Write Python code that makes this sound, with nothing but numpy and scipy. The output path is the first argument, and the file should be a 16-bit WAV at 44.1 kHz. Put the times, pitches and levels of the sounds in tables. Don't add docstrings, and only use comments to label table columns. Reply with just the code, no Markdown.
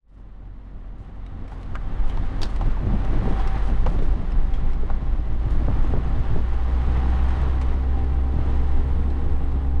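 import sys
import numpy as np
from scipy import signal
from scipy.fft import rfft, irfft, next_fast_len
from scipy.io import wavfile
from scipy.ndimage import uniform_filter1d, minimum_filter1d

SR = 44100
rng = np.random.default_rng(int(sys.argv[2]) if len(sys.argv) > 2 else 0)


def unload_wav(signal):
    wavfile.write(
        sys.argv[1],
        SR,
        np.round(np.clip(np.atleast_2d(signal).T, -1, 1) * 32767).astype(np.int16),
    )


N = 432180
TIME = np.arange(N) / SR

# f/Hz, level/dB
EDDY_SPECTRUM = [(4, -27.5), (11, -2.5), (17, 6), (24, -1.5), (36, -6.5), (60, -15.5), (110, -43),
                 (300, -82), (3000, -130)]
RUMBLE_SPECTRUM = [(25, -6), (55, 1), (90, 2.5), (130, -2.5), (200, -7.5), (300, -12), (450, -20.5),
                   (700, -23), (1500, -54), (10000, -110)]
ROAR_SPECTRUM = [(100, -20), (350, 4.5), (600, -0.5), (1100, 1.5), (1600, -5.5), (1900, -5), (2400, -12.5),
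                 (3000, -13.5), (4000, -19), (5500, -36.5), (7500, -34.5), (15000, -81.5)]
GRIT_SPECTRUM = [(1200, -12), (3000, 0), (4000, 0.5), (5000, -1), (5600, -4.5), (6500, -6.5), (7400, -15),
                 (8500, -7.5), (9400, -17), (10400, -17.5), (11500, -34.5), (15500, -60)]
GRAVEL_SPECTRUM = [(1000, -23), (3000, 0.5), (5300, -4.5), (7500, -7.5), (10300, -11.5), (11800, -22),
                   (15500, -39)]
TICK_SPECTRUM = [(200, -9.5), (600, 7), (1300, -0.5), (2200, 4.5), (3500, -3), (5200, -9), (6500, -12),
                 (9000, -17), (11500, -29), (15500, -40)]
CLINK_SPECTRUM = [(300, 10), (1100, 4), (2200, -6), (3600, 1), (5600, -4), (6300, -12), (7700, -15),
                  (8700, -15), (11500, -30), (15500, -32)]
KNOCK_SPECTRUM = [(100, -28), (400, 0), (800, 12), (1300, 2.5), (2000, -7.5), (3500, -12.5), (7000, -27),
                  (11000, -38), (15000, -73)]
THUMP_SPECTRUM = [(30, -35.5), (100, 22), (250, 6), (450, 1), (750, 1.5), (1300, -10.5), (3000, -57),
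                  (14000, -102)]

# t/s, level/dB
WIND_LEVEL = [(0, -44.5), (1.7, -34.5), (2.0, -22.5), (4.7, -20.5), (5.3, -25), (6.1, -20.5), (7.0, -26),
              (7.9, -23.5), (8.55, -28.5), (8.75, -17.5), (9.0, -27.5), (9.2, -25.5), (9.33, -16.5),
              (9.5, -26), (9.8, -21.5)]
# t/s, level/dB
ROAR_LEVEL = [(0.2, -62), (1.25, -54), (2.1, -42.5), (2.75, -43), (3.42, -37.5), (4.2, -43.5),
              (5.25, -46.5), (5.6, -42), (6.7, -40.5), (7.35, -37.5), (7.9, -44), (8.32, -44.5),
              (8.46, -41), (9.2, -44), (9.8, -47.5)]
# t/s, level/dB
PANEL_LEVEL = [(1.0, -12), (2.3, -13), (3.1, -11), (3.7, -9.5), (4.4, -9.5), (5.6, -10), (7.2, -13.5),
               (8.0, -15.5), (9.8, -9.5)]
# t/s, duration/s, change of rumble/dB
PAVING_PATCHES = [(0, 2.8, -2.5), (2.603, 0.093, 6), (2.802, 0.16, 6.5), (3.095, 0.23, 4.5),
                  (3.367, 0.28, -5.5), (3.758, 0.56, 2), (4.752, 0.62, 1.5), (5.44, 0.28, 4),
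                  (5.887, 0.105, 4), (6.19, 0.27, 1), (6.423, 0.25, -7.5), (6.66, 1.2, -4),
                  (8.336, 0.11, 3)]
# t/s, level/dB
SUNKEN_STONES = [(2.67, -32), (2.92, -38), (5.49, -36), (5.96, -29.5), (6.209, -26), (6.32, -27),
                 (6.97, -27.5), (7.12, -41), (7.379, -35), (8.111, -36), (8.381, -27), (9.32, -28)]
# t/s, level/dB
GRAVEL_CLUMPS = [(0.08, -72), (0.98, -71), (1.49, -63), (1.57, -78), (2.07, -64), (2.49, -57.5),
                 (3.25, -65), (3.63, -58), (3.88, -59), (4.02, -60), (5.5, -65), (5.81, -61)]

# t/s, level/dB, ring f/Hz, ring gain, rattle T60/s
STONE_TICKS = [(1.262, -48, 3730, 4.1, 0.026), (1.477, -49, 5430, 2, 0.045), (1.628, -49, 4050, 1.5, .03),
               (1.658, -59, 4300, 6, .015), (1.752, -36.5, 2930, 1.3, 0.024), (2.095, -41, 3100, 4, 0.071),
               (2.559, -42, 3200, 1, 0.036), (3.046, -45, 5920, 1, .05), (3.393, -44, 3320, 2.2, .14),
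               (3.472, -36, 5240, 1, 0.044), (3.697, -45, 6000, 1, .03), (3.862, -46, 6300, 2.3, .025),
               (4.022, -49, 6200, 2, .09), (4.317, -46, 5160, 5.6, 0.016), (4.535, -42, 3300, 2.2, 0.17),
               (4.731, -47, 5500, 2, .05), (5.507, -51, 7000, 1, .03), (6.54, -49, 6540, 1, .03),
               (7.283, -43, 3340, 1, .06), (7.304, -46, 6500, 1, 0.058), (7.414, -50, 8000, 1, .04),
               (7.612, -38, 3510, 0.3, 0.081), (8.042, -46.5, 4500, 1, .04), (9.1, -48, 4090, 1, .06),
               (9.516, -49, 3470, 0.89, 0.064)]
# t/s, level/dB, ring f/Hz, ring gain, rattle T60/s
METAL_CLINKS = [(2.416, -32.5, 6500, 1, 0.047), (2.4275, -36.5, 5600, 1.2, .03),
                (2.4304, -27.5, 4600, 0.85, 0.02), (2.436, -37, 3730, 0.87, 0.067),
                (2.453, -40.5, 4400, 0.6, 0.1)]
# t/s, level/dB, ring f/Hz, ring gain, rattle T60/s, treble cutoff f/Hz
FITTING_KNOCKS = [(1.517, -30.5, 850, 0.59, 0.072, 12000), (1.748, -27, 1290, 4, 0.053, 12000),
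                  (1.752, -20, 1470, 8.7, 0.064, 12000), (2.171, -24, 980, 1.6, 0.032, 5000),
                  (2.61, -20, 860, 0.62, 0.067, 8000), (2.768, -28, 926, 0.81, 0.036, 4000),
                  (3.398, -23, 1120, 1.3, .06, 5000), (3.473, -26, 900, 0.5, .03, 12000),
                  (3.861, -15.5, 520, 1.2, 0.065, 3500), (3.989, -29, 794, 0.58, .04, 5000),
                  (4.891, -31, 700, 1.3, 0.046, 1500), (4.899, -19, 1300, 1, 0.036, 1600),
                  (7.056, -24, 900, 1.2, 0.035, 4000)]
# t/s, level/dB, ring f/Hz, ring gain
SUSPENSION_BLOWS = [(2.904, -21, 240, 4), (2.932, -18, 210, 10), (3.042, -27, 624, 2.3),
                    (3.126, -26, 330, 6.7), (3.151, -28, 297, 8.7), (3.253, -18.5, 228, 4.5),
                    (3.274, -20.5, 427, 6), (3.296, -31, 139, 5.5), (3.328, -25, 405, 2.6),
                    (3.988, -23.5, 522, 2.2), (4.018, -25, 420, 6.5), (4.08, -27, 293, 4),
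                    (4.83, -27, 417, 5), (5.677, -24, 570, 4.7), (5.681, -17.5, 291, 1.4),
                    (5.698, -27, 213, 8.9), (5.843, -23.5, 300, 5.6), (5.902, -22, 265, 2.8),
                    (5.934, -16, 418, 2.6), (5.948, -27, 382, 7.8), (5.97, -25, 565, 2),
                    (6.357, -22, 400, 3), (8.384, -21, 298, 4.8)]

# t/s, f/Hz
FIRING_RATE = [(0.0, 46.0), (0.5, 45.6), (1.0, 44.2), (2.0, 43.6), (2.5, 44.1), (3.0, 45.8), (3.4, 47.7),
               (4.4, 51.4), (6.0, 58.6), (7.0, 62.3), (7.5, 63.8), (8.3, 65.7), (9.4, 67.4), (9.8, 67.3)]
# t/s, exhaust boom level/dB, overtone level/dB
ENGINE_LOAD = [(0, -41, -58), (1.3, -38, -45.5), (2.35, -31, -40.5), (2.65, -28.5, -40.5),
               (3.3, -24, -40.5), (4.6, -29.5, -42.5), (6.1, -26, -50), (6.8, -20.5, -37.5),
               (8.5, -22.5, -35.5), (9.8, -23, -37)]
# multiple of the firing rate, level/dB
ENGINE_ORDERS = [(2, -4.5), (2.5, -16), (3, -16.5), (3.5, -21), (4, -11.5), (5, -14), (6, -14.5), (7, -16),
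                 (8, -25), (9, -24), (11, -25.5), (12, -24), (13, -27.5), (14, -26.5), (15, -24),
                 (16, -25.5), (18, -36.5), (19, -32.5)]
# f/Hz, bandwidth/Hz, gain/dB
BODY_MODES = [(88, 16, -2.5), (186.5, 2.5, 11), (228, 15, -1.5), (267.8, 24, -1), (485.6, 16, -0.5),
              (779, 29, 11)]


def amp(db):
    return 10 ** (np.asarray(db) / 20)


def unit(x):
    return x / np.sqrt(np.mean(x ** 2) + 1e-20)


def curve(rows, column=1):
    rows = np.array(rows)
    return np.interp(TIME, rows[:, 0], rows[:, column])


def colour(x, spectrum):
    hz, db = np.transpose(spectrum)
    size = next_fast_len(len(x) + 8192)
    f = abs(np.fft.fftfreq(size, 1 / SR))
    log_gain = np.log(amp(np.interp(np.log(f + 1), np.log(hz + 1), db)))
    response = np.exp(np.conj(signal.hilbert(log_gain)))[:size // 2 + 1]
    return irfft(rfft(x, size) * response, size)[:len(x)]


def drift(hz, size=16384):
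    f = np.arange(size // 2 + 1) * SR / N
    slow = irfft(rfft(rng.standard_normal(size)) * np.exp(-(f / hz) ** 2) * (f > 0), size)
    return np.interp(TIME, np.linspace(0, TIME[-1], size), unit(slow))


def impacts(per_s, spread_db):
    size = amp(spread_db * np.minimum(rng.exponential(1, N), 4))
    return unit(size * rng.choice([-1, 1], N) * (rng.random(N) < per_s / SR))


def resonate(x, hz, width_hz, stages=1):
    for _ in range(stages):
        x = signal.lfilter(*signal.iirpeak(hz, hz / width_hz, SR), x)
    return x


def follow_roar(share, cruise_db=-42):
    return share * (curve(ROAR_LEVEL) - cruise_db)


def blows(rows, spectrum, level_db, rattle, q, rise_s, rattle_s=0.061):
    t = np.arange(SR // 4) / SR - rise_s
    swell = np.minimum(1 + t / rise_s, 1) ** 2

    def blow(db, hz, ring_gain, t60=rattle_s, cutoff_hz=SR):
        decay = amp(-60 * np.maximum(t, 0) / t60)
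        force = rattle * rng.standard_normal(len(t)) * swell * decay
        force[np.argmin(abs(t))] += 1
        force = signal.lfilter([1], [1, -np.exp(-2 * np.pi * cutoff_hz / SR)], force)
        ringing = resonate(force, hz, hz / q, stages=2)
        sound = colour(force + ring_gain * ringing, spectrum)
        peak_rms = np.sqrt(uniform_filter1d(sound ** 2, size=128, mode="constant").max())
        return amp(db + level_db) * sound / peak_rms

    out = np.zeros(N)
    for s, *columns in rows:
        span = out[round(s * SR):][:len(t)]
        span += blow(*columns)[:len(span)]
    return out


def buffeting(level_db=2.0, gust_db=2, gust_hz=4):
    eddies = colour(rng.standard_normal(N), EDDY_SPECTRUM)
    running_rms = np.sqrt(uniform_filter1d(eddies ** 2, size=11000) + 1e-20)
    return amp(curve(WIND_LEVEL) + level_db + gust_db * drift(gust_hz)) * eddies / running_rms


def tread_hiss(level_db=-75, db_per_firing_hz=3.0, flutter_db=1.5):
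    firing_hz = curve(FIRING_RATE)
    speed_db = db_per_firing_hz * (firing_hz - firing_hz.max())
    band = unit(resonate(rng.standard_normal(N), hz=8450, width_hz=1200, stages=2))
    return amp(level_db + speed_db + follow_roar(0.9) + flutter_db * drift(20)) * band


def grit(tyre_load, level_db=-63.0, load_db=0.5):
    grains = (impacts(per_s=500, spread_db=2.1) + rng.standard_normal(N)) * amp(load_db * tyre_load)
    return amp(level_db + follow_roar(1.05)) * unit(colour(grains, GRIT_SPECTRUM))


def gravel(loose_db=-78, flicker_db=2.0, rise_s=0.0035, t60=0.43):
    envelope = amp(loose_db + follow_roar(0.86))
    for s, db in GRAVEL_CLUMPS:
        age = np.maximum(TIME - s, 0)
        envelope += np.minimum(age / rise_s, 1) * amp(db - 60 * age / t60)
    pops = impacts(per_s=1100, spread_db=-3.5) * amp(flicker_db * drift(22))
    return envelope * unit(colour(pops, GRAVEL_SPECTRUM))


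def stone_ticks():
    return blows(STONE_TICKS, TICK_SPECTRUM, level_db=-1.0, rattle=0.21, q=9.9, rise_s=0.0029)


def metal_clinks():
    return blows(METAL_CLINKS, CLINK_SPECTRUM, level_db=2.5, rattle=0.15, q=7.8, rise_s=0.0019)


def fitting_knocks():
    return blows(FITTING_KNOCKS, KNOCK_SPECTRUM, level_db=-8.5, rattle=0.21, q=2.2, rise_s=0.00155)


def suspension_thumps():
    return blows(SUSPENSION_BLOWS, THUMP_SPECTRUM, level_db=-3.0, rattle=0.016, q=3,
                 rise_s=0.00354, rattle_s=0.14)


def tyre_booms(width_s=0.023):
    boom = unit(resonate(rng.standard_normal(N), hz=107.5, width_hz=67, stages=2))
    return boom * sum(amp(db) * np.exp(-((TIME - s) / width_s) ** 2) for s, db in SUNKEN_STONES)


def tyre_roar(tyre_load, level_db=-0.5, load_db=0.67, panel_swell_db=3.5):
    slaps = (impacts(per_s=2500, spread_db=2.03) + rng.standard_normal(N)) * amp(load_db * tyre_load)
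    roar = unit(colour(slaps, ROAR_SPECTRUM))
    panel = unit(resonate(slaps, hz=773.5, width_hz=14))
    panel_gain = amp(curve(PANEL_LEVEL) + panel_swell_db * drift(1.7))
    return amp(curve(ROAR_LEVEL) + level_db) * (roar + panel_gain * panel)


def tyre_rumble(level_db=-30.5, throb_db=2.0, throb_hz=16, edge_s=0.015):
    bumps = impacts(per_s=900, spread_db=1.2) * amp(throb_db * drift(throb_hz))
    paving_db = np.zeros(N)
    for s, duration, db in PAVING_PATCHES:
        inside_s = np.minimum(TIME - s, s + duration - TIME)
        paving_db += db * np.clip(inside_s / edge_s + 0.5, 0, 1)
    return amp(level_db + follow_roar(0.81) + paving_db) * unit(colour(bumps, RUMBLE_SPECTRUM))


def engine(waver=0.00192, throb_db=0.9, jitter_rad=0.022, uneven_db=2.0):
    firing_hz = curve(FIRING_RATE) * (1 + waver * drift(6.15))
    phase = 2 * np.pi * np.cumsum(firing_hz) / SR
    boom = amp(curve(ENGINE_LOAD, column=1) + throb_db * drift(3.7)) * np.sin(phase)
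    phase += jitter_rad * drift(25)
    overtones = np.zeros(N)
    for order, db in ENGINE_ORDERS:
        overtones += amp(db + uneven_db * drift(10)) * np.sin(order * phase + 2 * np.pi * rng.random())
    overtones *= amp(curve(ENGINE_LOAD, column=2))
    ringing = sum(amp(db) * resonate(overtones, hz, width) for hz, width, db in BODY_MODES)
    return np.sqrt(2) * (boom + overtones + ringing)


def scene():
    strikes = suspension_thumps() + fitting_knocks() + stone_ticks() + metal_clinks()
    drone = engine()
    air = buffeting()
    tyre_load = drift(8.8)
    tyres = tyre_rumble() + tyre_roar(tyre_load) + grit(tyre_load)
    tyres += tread_hiss() + tyre_booms() + gravel()
    return (strikes + drone + air + tyres)[None]


def record(dry, fade_in_s=0.18, fade_out_s=0.002, ceiling=0.34, release_s=0.0098, cutoff_hz=15700):
    size = 2 * int(release_s * SR / 2) + 1
    allowed_gain = np.minimum(1, ceiling / (abs(dry[0]) + 1e-9))
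    held_gain = minimum_filter1d(allowed_gain, size)
    gain = uniform_filter1d(uniform_filter1d(held_gain, size), size=301)
    fades = np.minimum(TIME / fade_in_s, 1) ** 2 * np.minimum(TIME[::-1] / fade_out_s, 1)
    lowpass = signal.firwin(511, cutoff_hz, window=("kaiser", 9), fs=SR)
    return signal.oaconvolve(dry * gain * fades, lowpass[None], "same")


dry = scene()
out = record(dry)
unload_wav(out)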